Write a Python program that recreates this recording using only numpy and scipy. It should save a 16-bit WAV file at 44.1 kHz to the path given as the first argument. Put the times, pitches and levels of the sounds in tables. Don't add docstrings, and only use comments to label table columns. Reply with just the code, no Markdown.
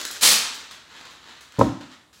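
import sys
import numpy as np
from scipy import signal
from scipy.io import wavfile
from scipy.ndimage import uniform_filter1d

SR = 44100
rng = np.random.default_rng(int(sys.argv[2]) if len(sys.argv) > 2 else 0)


def bounce(signal):
    frames = np.transpose(np.atleast_2d(signal))
    limited = np.clip(frames, -1, 1)
    pcm = np.round(limited * 32767).astype(np.int16)
    wavfile.write(sys.argv[1], SR, pcm)


N = 97020
TIME = np.arange(N) / SR


def amp(db):
    return 10 ** (np.asarray(db) / 20)


def read(points, hz):
    f, value = np.transpose(points)
    return np.interp(np.log(hz + 1), np.log(f), value)


def unit(x):
    return x / np.sqrt(np.mean(x ** 2) + 1e-20)


def level(points):
    s, db = np.transpose(points)
    return amp(np.interp(TIME, s, db, left=-140, right=-140))


def add(mix, s, sound):
    part = mix[max(round(s * SR), 0):][:len(sound)]
    part += sound[:len(part)]


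def colour(x, points, tilt_db=0):
    hz = abs(np.fft.fftfreq(4096, 1 / SR))
    gain_db = read(points, hz) + tilt_db * np.log2(1 + hz / 1000)
    log_gain = np.log(amp(gain_db))
    response = np.exp(np.conj(signal.hilbert(log_gain)))
    taps = np.fft.ifft(response).real
    return signal.fftconvolve(x, taps / np.linalg.norm(taps))[:len(x)]


def snaps(per_s, spread_db):
    size = amp(spread_db * np.minimum(rng.exponential(1, N), 4))
    sign = rng.choice([-1., 1.], N)
    occurs = rng.random(N) < per_s / SR
    return unit(size * sign * occurs)


def rip():
    # frequency_hz, relative_db_per_hz
    rip_colour = [(35, -63.5), (60, -26), (175, -19.5), (216, -3), (261, -18.5), (329, -12), (361, -25.5),
                  (501, -8), (563, -14), (985, -7.5), (2180, -6), (4380, 0.5), (11100, -7.5), (15800, -15)]
    start_s, full_s, end_s, release_s = 0.21, 0.2318, 0.32, 0.061
    full_speed_db, catch_db, catch_s = -12.5, 1.9, 0.006
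    stroke = level([(start_s, -19.5), (full_s, 0), (end_s, -6.5), (end_s + release_s, -24)])
    wander = uniform_filter1d(rng.standard_normal(N), round(catch_s * SR))
    catching = amp(catch_db * unit(wander))
    fibres = snaps(per_s=9000, spread_db=1.5)
    return amp(full_speed_db) * colour(stroke * catching * fibres, rip_colour)


def pull():
    # time_s, level_db
    pull_level = [(0, -28.5), (.02, -40.5), (.04, -40.5), (.08, -45), (.125, -54.5), (.15, -41),
                  (.175, -40), (.21, -56.5)]
    # frequency_hz, relative_db_per_hz
    pull_colour = [(60, -27), (184, -19), (300, -2.5), (550, -1.5), (700, -4), (1200, -2.5), (1700, 5.5),
                   (2100, -2), (3700, 1), (7000, -3.5), (9000, -10), (12000, -16), (15800, -20)]
    grains = snaps(per_s=2500, spread_db=3)
    return colour(level(pull_level) * grains, pull_colour)


def rustle():
    # time_s, level_db
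    rustle_level = [(.4, -35), (.52, -45.5), (.62, -45.5), (.69, -53), (.76, -51.5), (.83, -60.5),
                    (.9, -52.5), (.97, -44), (1.03, -52), (1.07, -49.5), (1.14, -51), (1.2, -57),
                    (1.255, -52), (1.29, -46), (1.38, -54.5), (1.43, -56.5), (1.5, -60.5), (1.56, -48.5),
                    (1.68, -53.5), (1.78, -67), (1.82, -49), (1.89, -62.5), (1.93, -48), (1.97, -64.5),
                    (2.02, -68)]
    # frequency_hz, relative_db_per_hz
    rustle_colour = [(60, -37.5), (110, -10), (170, -23), (215, -6), (330, -6), (500, -9), (700, -7.5),
                     (950, -1), (1750, -0.5), (2300, -5), (4000, -2.5), (5400, -11.5), (7600, -13),
                     (8600, -23.5), (11000, -25.5), (12500, -29), (15800, -32.5)]
    grains = snaps(per_s=2200, spread_db=3)
    return colour(level(rustle_level) * grains, rustle_colour)


def crackles():
    # start_s, relative_level_db, treble_tilt_db_per_octave, decay_ms (to 1/e)
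    bursts = [(.013, -16.5, 2, 4), (0.0518, -11, 1, 3.5), (0.104, -25.5, -10.5, 9),
              (0.111, -15.5, 5.5, 6.8), (.543, -22.5, 5, 15), (0.7107, -22, -1, 14), (1.0108, -28.5, -5, 3),
              (1.0529, -26, -4, 10), (1.109, -34.5, 2, 20), (1.4077, -28, 0.5, 24),
              (1.5222, -34.5, 0.5, 2.8), (1.5903, -20.5, 2, 6.1), (1.599, -18.5, -3, 14),
              (1.613, -24, -0.5, 10), (1.639, -24, -4.5, 20), (1.8100, -26.5, -6.5, 8.9),
              (1.9137, -33.5, -5, 20), (2.1293, -30.5, 1, 73)]
    # frequency_hz, relative_db_per_hz
    crackle_colour = [(60, -24), (250, -10), (700, -10), (1200, -3), (1700, -1.5), (2300, -4.5),
                      (3800, -1.5), (7400, -6), (8600, -13), (11000, -13.5), (12500, -18.5), (15800, -19)]
    overall_db = -30
    out, t = np.zeros(N), TIME[:SR // 5]
    for s, db, tilt_db, decay_ms in bursts:
        burst = rng.standard_normal(len(t)) * np.exp(-t / (decay_ms / 1000))
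        add(out, s, amp(db + overall_db) * colour(unit(burst), crackle_colour, tilt_db))
    return out


def blow_force():
    # start_s, impulse_db, contact_ms (the push peaks at a quarter of it)
    blows = [(1.585, -4, 3.64), (1.5921, -5.5, 1.53), (1.602, -16.5, 1.4), (1.6108, -5, 0.4),
             (1.6146, -16.5, 0.23), (1.619, -18.5, 1.7), (1.650, -15, 2.4), (1.666, -17.5, 2.1),
             (1.693, -23.5, 1.5)]
    force, t = np.zeros(N), TIME[:SR]
    for s, db, contact_ms in blows:
        u = t / (contact_ms / 4000)
        push = u * np.exp(-u)
        add(force, s, amp(db) * push / push.sum())
    return force


def knock():
    # frequency_hz, relative_level_db, t60_s
    modes = [(90, -14, 0.12), (119.4, -16.5, .2), (167.5, -11, 0.049), (223.1, -20, 0.28),
             (249, -3.5, 0.041), (268, -23.5, 0.36), (294, -16, .55), (331, -27.5, .55),
             (377.6, -6.5, 0.067), (470, -12, 0.031), (533, 4, 0.038), (638, -8.5, 0.11), (761, -22, .28),
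             (945, -5, 0.055), (995, 8.5, 0.028), (1133, -15.5, 0.057), (1242, 0, 0.028)]
    # frequency_hz, relative_db_per_hz
    thud_colour = [(30, -50), (80, -2.5), (200, 14), (500, 9.5), (780, -16.5), (950, 10.5), (1300, -12.5),
                   (1800, -39), (4000, -53.5)]
    thud_db, thud_t60_s, rise_s = -6.5, 0.097, 0.001
    low_hz, high_hz = 61, 1460
    t = TIME[:SR]
    ring = sum(amp(db - 60 * t / t60) * np.sin(2 * np.pi * hz * t) for hz, db, t60 in modes)
    thud = colour(rng.standard_normal(SR) * amp(-60 * t / thud_t60_s), thud_colour)
    body = (ring + amp(thud_db) * thud) * (1 - np.exp(-t / rise_s))
    struck = signal.fftconvolve(blow_force(), body)[:N]
    highpass = signal.butter(5, low_hz, "high", fs=SR, output="sos")
    lowpass = signal.butter(6, high_hz, fs=SR, output="sos")
    return signal.sosfilt(np.vstack([highpass, lowpass]), struck)


def room(x, count=8):
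    # frequency_hz, t60_s
    decay_times = [(100, 0.46), (300, 0.55), (1000, 0.57), (2500, .68), (5000, .6), (8000, 0.54),
                   (11000, 0.35), (16000, 0.35)]
    delay_s, turn_s = 0.0037, 0.008
    hz, t, bins = signal.stft(rng.standard_normal((count, SR)), SR, nperseg=256)
    decay = amp(-60 * t / read(decay_times, hz)[:, None])
    tails = signal.istft(bins * decay, SR, nperseg=256)[1]
    tails = tails * np.clip(np.arange(tails.shape[1]) / SR / delay_s - 1, 0, 1)
    out = np.zeros(N)
    for k, tail in enumerate(tails):
        away = abs((TIME / turn_s - k) % count - count / 2)
        share = np.cos(np.pi / 2 * np.minimum(away, 1))
        out += signal.fftconvolve(x * share, unit(tail) / np.sqrt(len(tail)))[:N]
    return out


def room_air():
    # frequency_hz, relative_db_per_hz
    air_colour = [(20, -21), (40, -14.5), (62, 11.5), (120, 4.5), (250, 3.5), (500, -4), (1200, -1.5),
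                  (3000, -34), (8000, -13), (16000, -28)]
    return amp(-62) * colour(rng.standard_normal(N + SR), air_colour)[SR:]


def scene():
    # frequency_hz, relative_db_per_hz
    knock_room_colour = [(40, -14), (100, -6.5), (200, 3.5), (310, 1.5), (450, -16.5), (700, -3.5),
                         (1000, -9), (1500, 1.5), (4000, -5), (16000, -27.5)]
    paper_wet_db, crackle_wet_db, knock_wet_db = -1, 0, -17
    paper = rip() + pull() + rustle()
    crackle = crackles()
    blow = knock()
    paper_wet = room(amp(paper_wet_db) * paper + amp(crackle_wet_db) * crackle)
    knock_wet = amp(knock_wet_db) * colour(room(blow), knock_room_colour)
    return np.tile(paper + crackle + blow + paper_wet + knock_wet + room_air(), (2, 1))


def record(dry):
    knee, ceiling, edge_hz = 0.65, 0.88, 15900
    held = np.clip(dry, -knee, knee)
    limited = held + (ceiling - knee) * np.tanh((dry - held) / (ceiling - knee))
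    lowpass = signal.firwin(511, edge_hz, window=("kaiser", 9), fs=SR)
    return signal.oaconvolve(limited, lowpass[None], "same")


dry = scene()
out = record(dry)
bounce(out)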